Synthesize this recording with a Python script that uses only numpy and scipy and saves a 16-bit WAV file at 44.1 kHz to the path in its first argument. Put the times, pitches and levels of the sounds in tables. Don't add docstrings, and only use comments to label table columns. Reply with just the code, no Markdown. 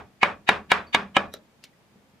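import sys
import numpy as np
from scipy import signal
from scipy.io import wavfile

SR = 44100
rng = np.random.default_rng(int(sys.argv[2]) if len(sys.argv) > 2 else 0)


def materialize(psi):
    bounded = np.clip(np.atleast_2d(psi).T, -1, 1)
    quanta = np.round(bounded * 32767).astype(np.int16)
    wavfile.write(sys.argv[1], SR, quanta)


def gain_from_db(level_db):
    decades = np.asarray(level_db, float) / 20
    return 10 ** decades


N = 97020
LEAD = SR // 4
FACE_LOW_HZ, FACE_TOP_HZ = 175, 4900
ROOM_BUILD_S, ROOM_ALIKE = 0.006, 0.62


def rms_one(x):
    return x / np.sqrt(np.mean(x ** 2) + 1e-20)


def at_hz(points, hz):
    table_hz, values = np.array(points).T
    return np.interp(np.log(hz), np.log(table_hz), values)


def ring(clicks, hz, t60_s):
    r = gain_from_db(-60 / (t60_s * SR))
    w = 2 * np.pi * hz / SR
    return signal.lfilter([0, np.sin(w)], [1, -2 * r * np.cos(w), r * r], clicks + 1e-18)


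def band(x, low_hz, high_hz):
    sos = signal.butter(2, [low_hz, min(high_hz, 0.45 * SR)], "band", fs=SR, output="sos")
    return signal.sosfilt(sos, x)


def dying(t60_s, size):
    return gain_from_db(-60 * np.arange(size) / SR / t60_s)


def add(track, s, sound):
    i = int(s * SR) + LEAD
    track[..., i:i + sound.shape[-1]] += sound[..., :track.shape[-1] - i]


def banded(size, gain, alike):
    out = 0
    edges_hz = 28 * 2 ** np.arange(0, 9.6, 0.5)
    white = rng.standard_normal((2, 2, size))
    for k, (low_hz, high_hz) in enumerate(zip(edges_hz, edges_hz[1:])):
        mid, side = band(white[k % 2], low_hz, high_hz)
        hz = np.sqrt(low_hz * high_hz)
        c = np.clip(alike(hz), 0, 1)
        out = out + gain(hz) * (np.sqrt(1 + c) * mid + np.sqrt(1 - c) * side * [[1], [-1]])
    return out


def build_up(size):
    return 1 - np.exp(-(np.arange(size) / SR / ROOM_BUILD_S) ** 2)


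def struck(modes, size=SR // 4):
    click = np.arange(size) == 0
    return sum(gain_from_db(db) * ring(click, hz, t60_s) for hz, db, t60_s in modes)


def tilt(hz, bass_db, treble_db):
    return at_hz([(500, bass_db), (1200, 0), (2500, 0), (4000, treble_db)], hz)


# start in seconds, peak in dB, bass tilt in dB, treble tilt in dB, late echo in dB.
BLOWS = [
    (0.2308, 1, -3, -4.5, -37.5),
    (.4903, 3, -3.5, 3, -24),
    (0.7174, 1.5, -6.5, 9.5, -15),
    (0.9471, 1, -4, 7.5, -18),
    (1.1670, 1, 4, -0.5, -38),
]
# start in seconds, peak, bass tilt, treble tilt, late echo in dB.
EARLIER_BLOW = (-.09, -4.5, 0, 11, -37)
ALL_BLOWS = [EARLIER_BLOW] + BLOWS
# frequency in Hz, level in dB, t60 in seconds.
WOOD = [(172, -37, 0.094), (285, -32.5, .05), (401.2, -21.5, 0.088), (560, -21.5, .04), (798, -16, .03),
        (993, -17.5, 0.034), (1116, -15, .03), (1358, -14, 0.066), (1711, -16.5, 0.026),
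        (1963, -12.5, .025), (2346, -6.5, 0.019), (2826, -16, 0.013), (3738, -19.5, 0.013),
        (3297, -19, 0.013)]
# frequency in Hz, level in dB, t60 in seconds.
SHANK = [(200.4, -35.5, 0.55), (418, -34.5, 0.3), (573, -36, .25), (1135, -35, 0.27), (1727, -40, .25),
         (2458, -39, .25), (4330, -50.5, 0.11), (6500, -63, .15)]
CONTACTS_S = (0, .0011, .0024, .0042)
CONTACTS_DB = (-2.5, -3, -5.5, -12)
MODE_SPREAD_DB, DETUNE = 2.5, 0.025
CRACK_DB, CRACK_T60_S, CRACK_LOW_HZ, CRACK_TOP_HZ = -26, 0.012, 4434, 11000
BENCH_HZ, BENCH_DB, BENCH_T60_S = 80, -45, 0.55


def mallet():
    out, size = np.zeros(N + LEAD), SR // 2
    t = np.arange(size) / SR
    contacts = (np.array(CONTACTS_S) * SR).astype(int)
    for s, db, bass_db, treble_db, _ in ALL_BLOWS:
        luck = rng.standard_normal((len(WOOD), len(CONTACTS_S) + 1))
        crack = dying(CRACK_T60_S, size) * band(rng.standard_normal(size), CRACK_LOW_HZ, CRACK_TOP_HZ)
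        crack = gain_from_db(CRACK_DB + treble_db) * crack
        body = 0
        for (hz, mode_db, t60_s), (bend, *push) in zip(WOOD, luck):
            clicks = np.zeros(size)
            clicks[contacts] = gain_from_db(np.add(CONTACTS_DB, MODE_SPREAD_DB * np.array(push)))
            mode = ring(clicks, hz * (1 + DETUNE * bend), t60_s)
            body = body + gain_from_db(mode_db + tilt(hz, bass_db, treble_db)) * mode
        for hz, ring_db, t60_s in SHANK:
            linger = dying(t60_s, size) * ring(rng.standard_normal(size), hz, 0.078)
            body = body + gain_from_db(ring_db - 20 + 2.6 * rng.standard_normal()) * linger
        body = band(band(body, FACE_LOW_HZ, FACE_TOP_HZ), FACE_LOW_HZ, 2 * FACE_TOP_HZ)
        swell = 1 - np.exp(-t / 0.02)
        thud = gain_from_db(BENCH_DB) * swell * struck([(BENCH_HZ, 0, BENCH_T60_S)], size)
        add(out, s, gain_from_db(db) * (body + crack + thud))
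    return out


# high mode in Hz, its level in dB, low mode in Hz, its level in dB.
BITES = [(2270, -16, 1130, -20), (2206, -7.5, 1179, -12.5), (2282, -9, 1150, -16), (3826, -10, 1500, -14.5),
         (3684, -11, 770, -22.5), (3027, -9.5, 330, -20.5)]
# start in seconds,
# frequency in Hz, level in dB, t60 in seconds.
SINGLE_RINGS = [(1.168, 557, -10.5, 0.04), (1.1675, 2100, -15, .025), (.9475, 3200, -19.5, 0.016),
                (0.87, 4550, -53, .15), (0.79, 4000, -50, .15), (1.2, 2230, -36.5, .02),
                (1.654, 2200, -53.5, .08), (1.6392, 2700, -43, 0.017), (1.6394, 5000, -36, 0.011),
                (1.643, 3105, -46, 0.034), (1.732, 1950, -61, 0.09)]
BITE_HIGH_T60_S, BITE_LOW_T60_S = 0.035, 0.058


def bites():
    out = np.zeros(N + LEAD)
    for (s, *_), (high_hz, high_db, low_hz, low_db) in zip(ALL_BLOWS, BITES):
        pair = struck([(high_hz, high_db, BITE_HIGH_T60_S), (low_hz, low_db, BITE_LOW_T60_S)])
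        add(out, s + 0.0004, band(band(pair, FACE_LOW_HZ, FACE_TOP_HZ), FACE_LOW_HZ, FACE_TOP_HZ))
    for s, hz, db, t60_s in SINGLE_RINGS:
        add(out, s, band(struck([(hz, db, t60_s)]), hz / 2, hz * 2))
    return out


# frequency in Hz, t60 in seconds.
ROOM_T60 = [(60, .5), (160, 0.33), (420, 0.2384), (1100, 0.1721), (2900, 0.1551), (7700, .085)]
# frequency in Hz, level in dB.
ROOM_COLOUR = [(50, -22.5), (120, -12), (330, -13.5), (600, 1), (1300, 5.5), (2600, -4.5), (5000, -23),
               (14000, -62)]
# level in dB, treble tilt in dB.
ECHOES = [(2, 3.5), (0.5, -5.5), (-2.5, 2.5), (-1, 1.5), (-4.5, 3.5), (-6, 2)]
ROOM_DB, LATE_STRETCH = -16.5, 2.5
RECOVER_DB, RECOVER_S = 14.5, 0.087


def blow_tails():
    out, size = np.zeros((2, N + LEAD)), SR // 2
    t = np.arange(size) / SR
    recover = gain_from_db(RECOVER_DB * np.minimum(t / RECOVER_S, 1))
    for (s, db, bass_db, _, late_db), (room_db, treble_db) in zip(ALL_BLOWS, ECHOES):
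        def gain(hz):
            t60_s = at_hz(ROOM_T60, hz)
            fall = recover * dying(t60_s, size) + gain_from_db(late_db) * dying(LATE_STRETCH * t60_s, size)
            return gain_from_db(at_hz(ROOM_COLOUR, hz) + tilt(hz, bass_db, treble_db)) * fall
        echoes = build_up(size) * banded(size, gain, lambda hz: ROOM_ALIKE)
        add(out, s, gain_from_db(db + room_db + ROOM_DB) * echoes)
    return out


# frequency in Hz, density in dB per Hz.
HUM = [(18, -40), (30, -14.5), (118, -1.5), (233, -4), (437, -7), (988, -10), (1160, -14), (1720, -13.5),
       (16000, -33)]
# frequency in Hz, left-right likeness from 0 to 1.
HUM_ALIKE = [(60, 0.56), (380, 0.77), (2380, 0.05), (15000, -0.01)]
HUM_DB = -61.5
BUMP_HZ, BUMP_T60_S, BUMP_DB = 209.4, 0.017, -69


def hum():
    size = N + LEAD
    bump = rms_one(band(ring(rng.standard_normal(size), BUMP_HZ, BUMP_T60_S), 120, 300))
    air = rms_one(banded(size, lambda hz: gain_from_db(at_hz(HUM, hz)), lambda hz: at_hz(HUM_ALIKE, hz)))
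    return gain_from_db(BUMP_DB) * bump + gain_from_db(HUM_DB) * air


# start in seconds, steel in dB, wood knock in dB, fibre crackle in dB.
TICKS = [
    (1.3391, -27, -36.5, -23.5),
    (1.6397, -60, -57, -27),
]
# frequency in Hz, level in dB, t60 in seconds.
STEEL = [(3943, -3, 0.028), (5830, -6, 0.0097), (8500, -0.5, 0.002), (11160, -1, 0.0023)]
# frequency in Hz, level in dB, t60 in seconds.
KNOCK = [(446, 0.5, 0.025), (592, 6.5, 0.024), (1310, 5.5, 0.0093)]
CRACKLE_PER_S, CRACKLE_T60_S, CRACKLE_LOW_HZ, CRACKLE_TOP_HZ = 2100, 0.09, 2160, 5900


def gouge():
    out, size = np.zeros(N + LEAD), SR // 8
    for s, steel_db, knock_db, crackle_db in TICKS:
        snaps = (rng.random(size) < CRACKLE_PER_S / SR) * rng.laplace(0, 1, size)
        snaps = snaps * dying(CRACKLE_T60_S, size)
        crackle = band(snaps, CRACKLE_LOW_HZ, CRACKLE_TOP_HZ) + 0.18 * band(snaps, CRACKLE_TOP_HZ, 18000)
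        add(out, s, gain_from_db(steel_db) * struck(STEEL))
        add(out, s + 0.00193, gain_from_db(knock_db) * band(struck(KNOCK), 314, 2700))
        add(out, s, gain_from_db(crackle_db - 3) * crackle)
    return out


# start in seconds, level in dB.
SNAPS = [
    (1.6392, -33),
    (1.6428, -35.5),
    (1.3392, -30),
    (2.1, -60),
]
SNAP_T60_S, SNAP_LOW_HZ, SNAP_TOP_HZ = 0.01, 1430, 8600


def fibres():
    out, size = np.zeros(N + LEAD), SR // 20
    for s, db in SNAPS:
        snap = band(rng.standard_normal(size), SNAP_LOW_HZ, SNAP_TOP_HZ)
        add(out, s, gain_from_db(db) * dying(SNAP_T60_S, size) * snap)
    return out


# frequency in Hz, t60 in seconds.
TICK_T60 = [(200, 0.33), (3000, 0.12), (10000, 0.045)]
TICK_ROOM_DB = -35


def small_tails(x):
    size = SR // 4
    echoes = banded(size, lambda hz: dying(at_hz(TICK_T60, hz), size), lambda hz: ROOM_ALIKE)
    echoes = echoes * build_up(size)
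    return gain_from_db(TICK_ROOM_DB) * signal.fftconvolve(x[None], echoes, axes=1)[:, :len(x)]


# start in seconds, level in dB.
NUDGES = [
    (1.957, -46),
    (2.137, -49),
    (5.3, -54.5),
]
# frequency in Hz, level in dB, t60 in seconds.
NUDGE = [(215, 1, 0.049), (131.9, -13, 0.088), (452, -6, 0.034)]


def hand():
    out = np.zeros(N + LEAD)
    for s, db in NUDGES:
        add(out, s, gain_from_db(db) * band(struck(NUDGE), 120, 900))
    return out


PAN_DB, SIDE_LAG_S = -0.16, 0.000005


def scene():
    small = gouge() + fibres() + hand()
    near = mallet() + bites() + small
    n = np.arange(N + LEAD)
    left = np.interp(n - SIDE_LAG_S * SR, n, near) * gain_from_db(PAN_DB / 2)
    right = near * gain_from_db(-PAN_DB / 2)
    return (np.array([left, right]) + blow_tails() + small_tails(small) + hum())[:, LEAD:]


# frequency in Hz, level in dB.
SMEAR_DB = [(200, -25.5), (800, -21.5), (1500, -12), (2500, -6), (4000, -7.5), (6000, -9), (10000, -13.5)]
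SMEAR_LOUD = 0.12


def smear(x):
    hz, _, frames = signal.stft(x, SR, nperseg=1536, noverlap=1152)
    power = np.mean(np.abs(frames) ** 2, axis=(0, 1))
    coarse = (power / power.max()) ** (SMEAR_LOUD / 2) * gain_from_db(at_hz(SMEAR_DB, hz + 1) + 8)[:, None]
    frames = frames * np.exp(2j * np.pi * rng.random(frames.shape)) * coarse
    return signal.istft(frames, SR, nperseg=1536, noverlap=1152)[1][:, :N]


def band_limit(x):
    return signal.sosfilt(signal.butter(12, 16630, fs=SR, output="sos"), x)


TOP, CUTOFF_HZ = 0.92, 16300


def record(dry):
    x = TOP * np.tanh(dry / TOP)
    low_pass = signal.cheby2(12, 60, CUTOFF_HZ, fs=SR, output="sos")
    mix = signal.sosfilt(low_pass, x + smear(x))
    return band_limit(mix)


dry = scene()
out = record(dry)
materialize(out)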